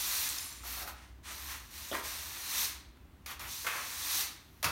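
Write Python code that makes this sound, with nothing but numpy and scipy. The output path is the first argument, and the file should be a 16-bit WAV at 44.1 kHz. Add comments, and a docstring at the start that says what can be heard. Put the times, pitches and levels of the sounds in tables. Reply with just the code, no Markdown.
"""A stiff push broom sweeps a concrete garage floor: bristles catch and slip in hissing pushes and lighter
drags, as dense random impulses coloured by bands of hiss, tips and head. The head meets the floor in decaying
bursts of noise, and snapping bristles tick as resonances. The sweeper's heel rings as a set of modes, and soles
scuff on grit. Outside, a distant engine, a sine, climbs in pitch over a narrow-band drone and still air.
One microphone hears it all, with a small room's decaying-noise echoes around broom and shoes."""
import sys
import numpy as np
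from scipy import signal
from scipy.fft import rfft, irfft, next_fast_len
from scipy.io import wavfile
from scipy.ndimage import uniform_filter1d, map_coordinates

SR = 44100
rng = np.random.default_rng(int(sys.argv[2]) if len(sys.argv) > 2 else 0)


def unload_wav(signal):
    """Save mono or channel-first audio to the path in sys.argv[1] as 16-bit WAV at rate SR, clipped to [-1, 1]."""
    wavfile.write(
        sys.argv[1],
        SR,
        np.round(np.clip(np.atleast_2d(signal).T, -1, 1) * 32767).astype(np.int16),
    )


N = 208063  # samples

# Spectra: columns f/Hz, relative level per Hz/dB
# Still air of the garage
AIR_SPECTRUM = [(15, -72), (25, -36), (44, -12.5), (70, -5.5), (166, -19), (270, -16.5), (317, -18),
                (416, -25), (451, -31.5), (591, -28), (659, -29), (1040, -29), (3430, -38), (4870, -43.5),
                (10000, -47.5), (16000, -43)]
# Soles on grit, before each scuff's shift in pitch
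SOLE_SPECTRUM = [(150, -30), (450, -14.5), (850, -9.5), (1150, -0.5), (1500, -4), (2000, -3.5), (2400, -6),
                 (2900, -9.5), (4500, -20), (9000, -22), (15000, -23)]
# The head's weight on the slab
THUMP_SPECTRUM = [(30, -23), (78, 1), (135, -6), (185, -11), (260, -9.5), (450, -16), (900, -35)]
# Bristles striking the floor
CRASH_SPECTRUM = [(880, -22), (1500, -3.5), (1870, -10), (2060, -7), (2770, -11.5), (4290, -9), (6830, -13),
                  (7760, -20.5), (9470, -12.5), (10700, -16), (16000, -14.5)]
# Broom head scraping
SCRAPE_SPECTRUM = [(100, -40), (250, -12.5), (480, -14.5), (650, -12), (850, -5), (1120, -1), (1450, -4),
                   (1950, -1), (2500, -4), (3300, -7.5), (6000, -22)]
# Very tips of the bristles
TIPS_SPECTRUM = [(8500, -26.5), (10300, -5.5), (11200, 2), (12800, 2.5), (14200, 3), (15800, -3.5)]
# Bristles sliding
HISS_SPECTRUM = [(1500, -30), (2500, -7.5), (3050, -10), (3600, -4), (4150, -1.5), (4600, -4), (5050, -6),
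                 (5900, -1.5), (6600, -4.5), (7700, -8.5), (9000, -5.5), (9900, -7.5), (10600, -14.5),
                 (12000, -40)]

# Modes: columns f/Hz, width/Hz, relative level/dB
# Heel of the shoe
HEEL_MODES = [(220.2, 140, -14), (338, 160, -3), (455, 69, -2), (597, 42, -1), (794, 150, -11),
              (3290, 260, -9)]
# Knock of the broom block
BLOCK_MODES = [(715, 200, -2.5), (945, 150, 2), (1220, 230, 4.5), (1410, 220, -1.5), (2210, 670, -12)]

# Distant engine: columns t/s, firing rate f/Hz, rms level/dB
ENGINE_COURSE = [(.4, 57.13, -72), (.5, 58.63, -57.5), (.9, 59.96, -54.5), (1.5, 67.27, -53),
                 (1.8, 72.35, -61.5), (2.4, 78.7, -61.5), (3.3, 86, -71)]
# Swelling and sinking low drone: columns t/s, level/dB
DRONE_LEVELS = [(0, -63.5), (1.5, -57.5), (2.6, -64), (3.12, -55), (3.27, -62), (3.46, -52), (3.9, -72),
                (4.6, -70)]
# Reverberation of the garage: columns f/Hz, t60/s
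GARAGE_DECAY = [(150, 0.53), (1000, 0.62), (4000, 0.6), (8000, 0.28), (15000, 0.14)]
# One heel coming down: t/s, level/dB, t60/s
HEEL_STRIKE = (1.9146, -35.5, 0.15)
# Soles dragging over grit: columns t/s, level/dB, rise/s, t60/s, brightness (pitch ratio)
SOLE_SCUFFS = [(.74, -46.5, 0.08, 0.33, 0.65), (.863, -44.5, 0.018, 0.22, 0.71),
               (1.922, -39.5, 0.0071, 0.19, 0.83), (1.935, -33.5, 0.018, 0.13, 0.82),
               (2.97, -60, 0.001, .06, 1.2), (3.644, -41, .002, 0.3, 0.91), (3.665, -28, 0.0028, 0.15, 1.1),
               (3.69, -39.5, 0.073, 0.51, 0.98)]
# The head meeting the floor: columns t/s, crash level/dB, knock level/dB, thump level/dB
HEAD_LANDINGS = [(.634, -56, -52, -66), (3.2606, -42, -52.5, -73), (3.394, -44.5, -50, -58.5),
                 (4.6281, -34, -37.5, -58), (4.6417, -30, -37.5, -41.5)]
# Bent bristles snapping free: columns t/s, level/dB, f/Hz
BRISTLE_FLICKS = [(0.289, -29, 8450), (0.298, -32, 8700), (0.384, -31, 5560), (0.4074, -40, 10700),
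                  (0.4274, -41, 5550), (0.4434, -41, 11000), (0.4584, -40, 9360), (0.526, -43, 5880)]
# Bristles that quiver and ring: columns t/s, level/dB, rise/s, t60/s, f/Hz, width of each of two passes/Hz
BRISTLE_RINGS = [(.33, -52.5, 0.054, 1, 7230, 500), (.35, -49, 0.05, 0.63, 9300, 800),
                 (.39, -49, 0.026, 0.5, 11140, 700), (3.48, -54, 0.031, 1, 6140, 900)]
# Light drags between pushes: columns start t/s, attack/s, end t/s, t60/s, hiss level at start/dB,
# swell/(dB/s), head scrape relative to hiss/dB, tips relative to hiss/dB
LIGHT_DRAGS = [(.628, 0.044, 0.83, .19, -45.3, -3, -3, 1.5), (.862, 0.014, 0.89, .18, -50, -6, 1, 2.5),
               (.94, 0.03, 1.046, 0.37, -64, -2, 4, -12), (1.228, 0.054, 1.32, 0.31, -47.5, -1, .5, -8),
               (1.3, .012, 1.515, .3, -53, 25.5, -2.5, 0.5), (1.44, .07, 1.555, 0.42, -49.5, 0.5, 1, -4),
               (1.6, .05, 1.72, .2, -61.5, 2, -7, -1), (1.679, 0.078, 1.997, 0.22, -50, 9, -4.5, -2),
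               (2.022, 0.027, 2.42, 0.46, -42.5, -17, -4.5, -1.5),
               (3.26, 0.046, 3.32, 0.19, -48.5, -3, 3.5, -1), (3.395, .015, 3.46, 0.38, -53, 0, 6, 2.5),
               (3.455, 0.061, 4.04, .45, -43.5, -9, -11.5, -2), (4.36, .05, 4.87, .3, -75.5, 20, -2, 2)]
# Forward pushes: columns full speed from t/s, slowing from t/s, hiss level at full speed/dB,
# gain while speeding up/(dB/s), loss while slowing/(dB/s)
FORWARD_PUSHES = [(0.142, 0.237, -36.5, 16.5, 53), (2.585, 2.646, -35, 71.5, 162),
                  (4.158, 4.211, -35, 50.5, 152)]

AIR_DB = -59  # rms level
DRONE_HZ, DRONE_WIDTH_HZ = 60.8, 5.8
PUSH_SCRAPE_DB, PUSH_TIPS_DB = -8, -0.5  # relative to the hiss, at full speed
SCRAPE_GROWS, TIPS_GROW = 0.75, 1.25  # dB for each dB of hiss: a faster push is brighter
TOP_HZ = 15900  # upper band limit


def amp(db):
    """Level to amplitude: 20 dB is a factor of ten."""
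    return 10 ** (np.asarray(db) / 20)


def unit(x):
    """Normalisation to an rms of 1."""
    return x / np.sqrt(np.mean(x ** 2) + 1e-20)


def along(points, hz):
    """Interpolation of (f/Hz, value) points on a logarithmic frequency axis."""
    f, value = np.transpose(points)
    return np.interp(np.log(hz + 1), np.log(f + 1), value)


def curves(rows):
    """Linear interpolation in time: one value per sample for each column after t/s."""
    s, *columns = np.transpose(rows)
    t = np.arange(N) / SR
    return [np.interp(t, s, column) for column in columns]


def wobble(rate):
    """Smooth random fluctuation: a spline through random knots, rate of them a second."""
    knots = rng.standard_normal(int(N * rate / SR) + 4)
    return map_coordinates(knots, [np.arange(N) * rate / SR])


def filtered(x, response):
    """Linear filtering: the spectrum of x multiplied by a response of frequency."""
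    size = next_fast_len(N + SR // 2)
    spectrum = rfft(x, size) * response(np.fft.rfftfreq(size, 1 / SR))
    return irfft(spectrum, size)[:N]


def coloured(x, spectrum, shift=1):
    """Spectral shaping by a (f/Hz, level/dB) curve moved by a pitch ratio, at rms 1."""
    return unit(filtered(x, lambda hz: amp(along(spectrum, hz / shift))))


def resonant(x, modes):
    """Modal superposition: x rings through damped resonances of alternating sign, at rms 1."""
    def body(f):
        total = 0
        for k, (centre, width, db) in enumerate(modes):
            damping = 1j * f * width
            total = total + (-1) ** k * amp(db) * damping / (centre * centre - f * f + damping)
        return total
    return unit(filtered(x, body))


def grit(rate):
    """Stick-slip as shot noise: tiny slips of random size, rate a second, at steady power."""
    chance = np.clip(rate / SR, 1e-4, 1)
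    slips = rng.random(N) < chance
    return slips * rng.standard_normal(N) / np.sqrt(chance)


def burst(s, rise, t60):
    """Exponential decay: a contact builds up linearly from time s, then loses 60 dB in t60."""
    t = np.arange(N) / SR - s
    fall_db = -60 * np.maximum(t - rise, 0) / t60
    return np.clip(t / rise, 0, 1) * amp(fall_db)


def background():
    """Phase accumulation: a sine follows the engine's firing rate, over resonant drone and coloured air."""
    firing_hz, engine_db = curves(ENGINE_COURSE)
    phase = 2 * np.pi * np.cumsum(firing_hz) / SR
    engine = amp(engine_db) * np.sqrt(2) * np.sin(phase)
    hum = resonant(rng.standard_normal(N), [(DRONE_HZ, DRONE_WIDTH_HZ, 0)])
    drone = amp(curves(DRONE_LEVELS)[0]) * hum
    air = amp(AIR_DB) * coloured(rng.standard_normal(N), AIR_SPECTRUM)
    return engine + drone + air


def garage(x):
    """Diffuse reverberation of broom and shoes: noise tails in which each frequency has its own decay."""
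    hop = SR // 6
    out = np.zeros(N + 2 * SR)
    padded = np.pad(x, (hop, 2 * hop))
    fade = np.sin(np.pi * np.arange(2 * hop) / (2 * hop))  # overlapping pieces keep constant power
    for start in range(0, N + hop, hop):
        # a fresh noise tail for each short overlapping piece
        hz, t, z = signal.stft(rng.standard_normal(SR // 2), SR, nperseg=256)
        fall_db = -60 * t / along(GARAGE_DECAY, hz)[:, None]
        tail = signal.istft(z * amp(fall_db), SR, nperseg=256)[1]
        piece = padded[start:start + 2 * hop] * fade
        echo = signal.fftconvolve(piece, tail / np.linalg.norm(tail))
        out[start:start + len(echo)] += echo
    return out[hop - SR // 250:][:N]  # echoes start 4 ms late


def shoes():
    """Impact and friction: a heel's modes ring in a hollow clop; soles grind over loose grit."""
    s, db, t60 = HEEL_STRIKE
    clop = resonant(rng.standard_normal(N), HEEL_MODES)
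    out = amp(db) * burst(s, rise=0.00086, t60=t60) * clop
    for s, db, rise, t60, brightness in SOLE_SCUFFS:
        out += amp(db) * burst(s, rise, t60) * coloured(grit(9000), SOLE_SPECTRUM, brightness)
    return out


def landings():
    """Impact excitation: the bristles crash onto the floor, the block knocks and its weight thumps."""
    crash = coloured(grit(18000), CRASH_SPECTRUM)
    knock = resonant(grit(20000), BLOCK_MODES)
    thump = coloured(rng.standard_normal(N), THUMP_SPECTRUM)
    out = np.zeros(N)
    for s, crash_db, knock_db, thump_db in HEAD_LANDINGS:
        out += amp(crash_db) * burst(s, rise=0.00039, t60=0.027) * crash  # first touch
        out += amp(crash_db - 2.5) * burst(s, rise=0.0022, t60=0.22) * crash  # the tufts splay
        out += amp(knock_db) * burst(s, rise=0.0035, t60=0.3) * knock
        out += amp(thump_db) * burst(s, rise=0.015, t60=0.64) * thump
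    return out


def flicks():
    """Elastic release: single bristles spring back with a short, high tick; others swell and ring on."""
    out = np.zeros(N)
    for s, db, hz in BRISTLE_FLICKS:
        tick = resonant(rng.standard_normal(N), [(hz, 2200, 0)])
        out += amp(db) * burst(s, rise=0.0008, t60=0.019) * tick
    for s, db, rise, t60, hz, width in BRISTLE_RINGS:
        mode = [(hz, width, 0)]
        ring = resonant(resonant(grit(900), mode), mode)
        out += amp(db) * burst(s, rise, t60) * ring
    return out


def patchy(x, depth_db):
    """Time-varying colour: the spectrum drifts as the tufts meet new patches of floor."""
    z = signal.stft(x, nperseg=512)[2]
    field = uniform_filter1d(rng.standard_normal(z.shape), size=7, axis=0)  # smooth in frequency
    field = uniform_filter1d(field, size=12, axis=1)  # smooth in time
    return unit(signal.istft(z * amp(depth_db * unit(field)), nperseg=512)[1][:N])


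def drag(start, attack, end, t60, db, swell_db_per_s, scrape_db, tips_db):
    """Sliding contact: bristles touch, slide and lift; the broom's tilt shares out hiss, tips and head."""
    t = np.arange(N) / SR
    swell_db = swell_db_per_s * (np.clip(t, start, end) - start)
    lift_db = -60 * np.maximum(t - end, 0) / t60
    slide = np.clip((t - start) / attack, 0, 1) * amp(db + swell_db + lift_db)
    return np.outer(amp([0, tips_db, scrape_db]), slide)


def push(full, slowing, db, gain_db_per_s, loss_db_per_s):
    """Speed-dependent friction: the broom speeds up, runs and slows; hiss, tips and head follow."""
    t = np.arange(N) / SR
    speeding_db = -gain_db_per_s * np.maximum(full - t, 0)
    slowing_db = -loss_db_per_s * np.maximum(t - slowing, 0)
    speed_db = speeding_db + slowing_db
    tips_db = PUSH_TIPS_DB + TIPS_GROW * speed_db
    scrape_db = PUSH_SCRAPE_DB + SCRAPE_GROWS * speed_db
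    return amp(db + np.array([speed_db, tips_db, scrape_db]))


def sweep():
    """Stick-slip friction: a harder push makes more slips per second, and the head rasps below them."""
    pushes = [push(*row) for row in FORWARD_PUSHES]
    drags = [drag(*row) for row in LIGHT_DRAGS]
    hiss, sizzle, scrape = np.linalg.norm(np.array(pushes + drags), axis=0)  # strokes add in power
    slips = 14000 + 14000 * hiss / hiss.max()  # per second
    chatter_db = 0.2 * wobble(40) + 0.13 * wobble(240)  # tufts let go together
    bristles = hiss * patchy(coloured(grit(slips), HISS_SPECTRUM), depth_db=0.73)
    tips = sizzle * patchy(coloured(grit(slips), TIPS_SPECTRUM), depth_db=0.5)
    head = scrape * coloured(grit(slips), SCRAPE_SPECTRUM)
    return amp(chatter_db) * (bristles + tips + head)


def scene():
    """Superposition: direct sound, room echoes and background add, the same in both channels."""
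    broom = sweep()
    contacts = flicks() + landings() + shoes()
    echoes = garage(amp(-11.5) * broom + amp(-5.5) * contacts)
    mono = broom + contacts + echoes + background()
    return np.array([mono, mono])


def record(dry):
    """Band limiting: nothing at or above TOP_HZ is kept."""
    return np.array([filtered(channel, lambda hz: hz < TOP_HZ) for channel in dry])


dry = scene()
out = record(dry)
unload_wav(out)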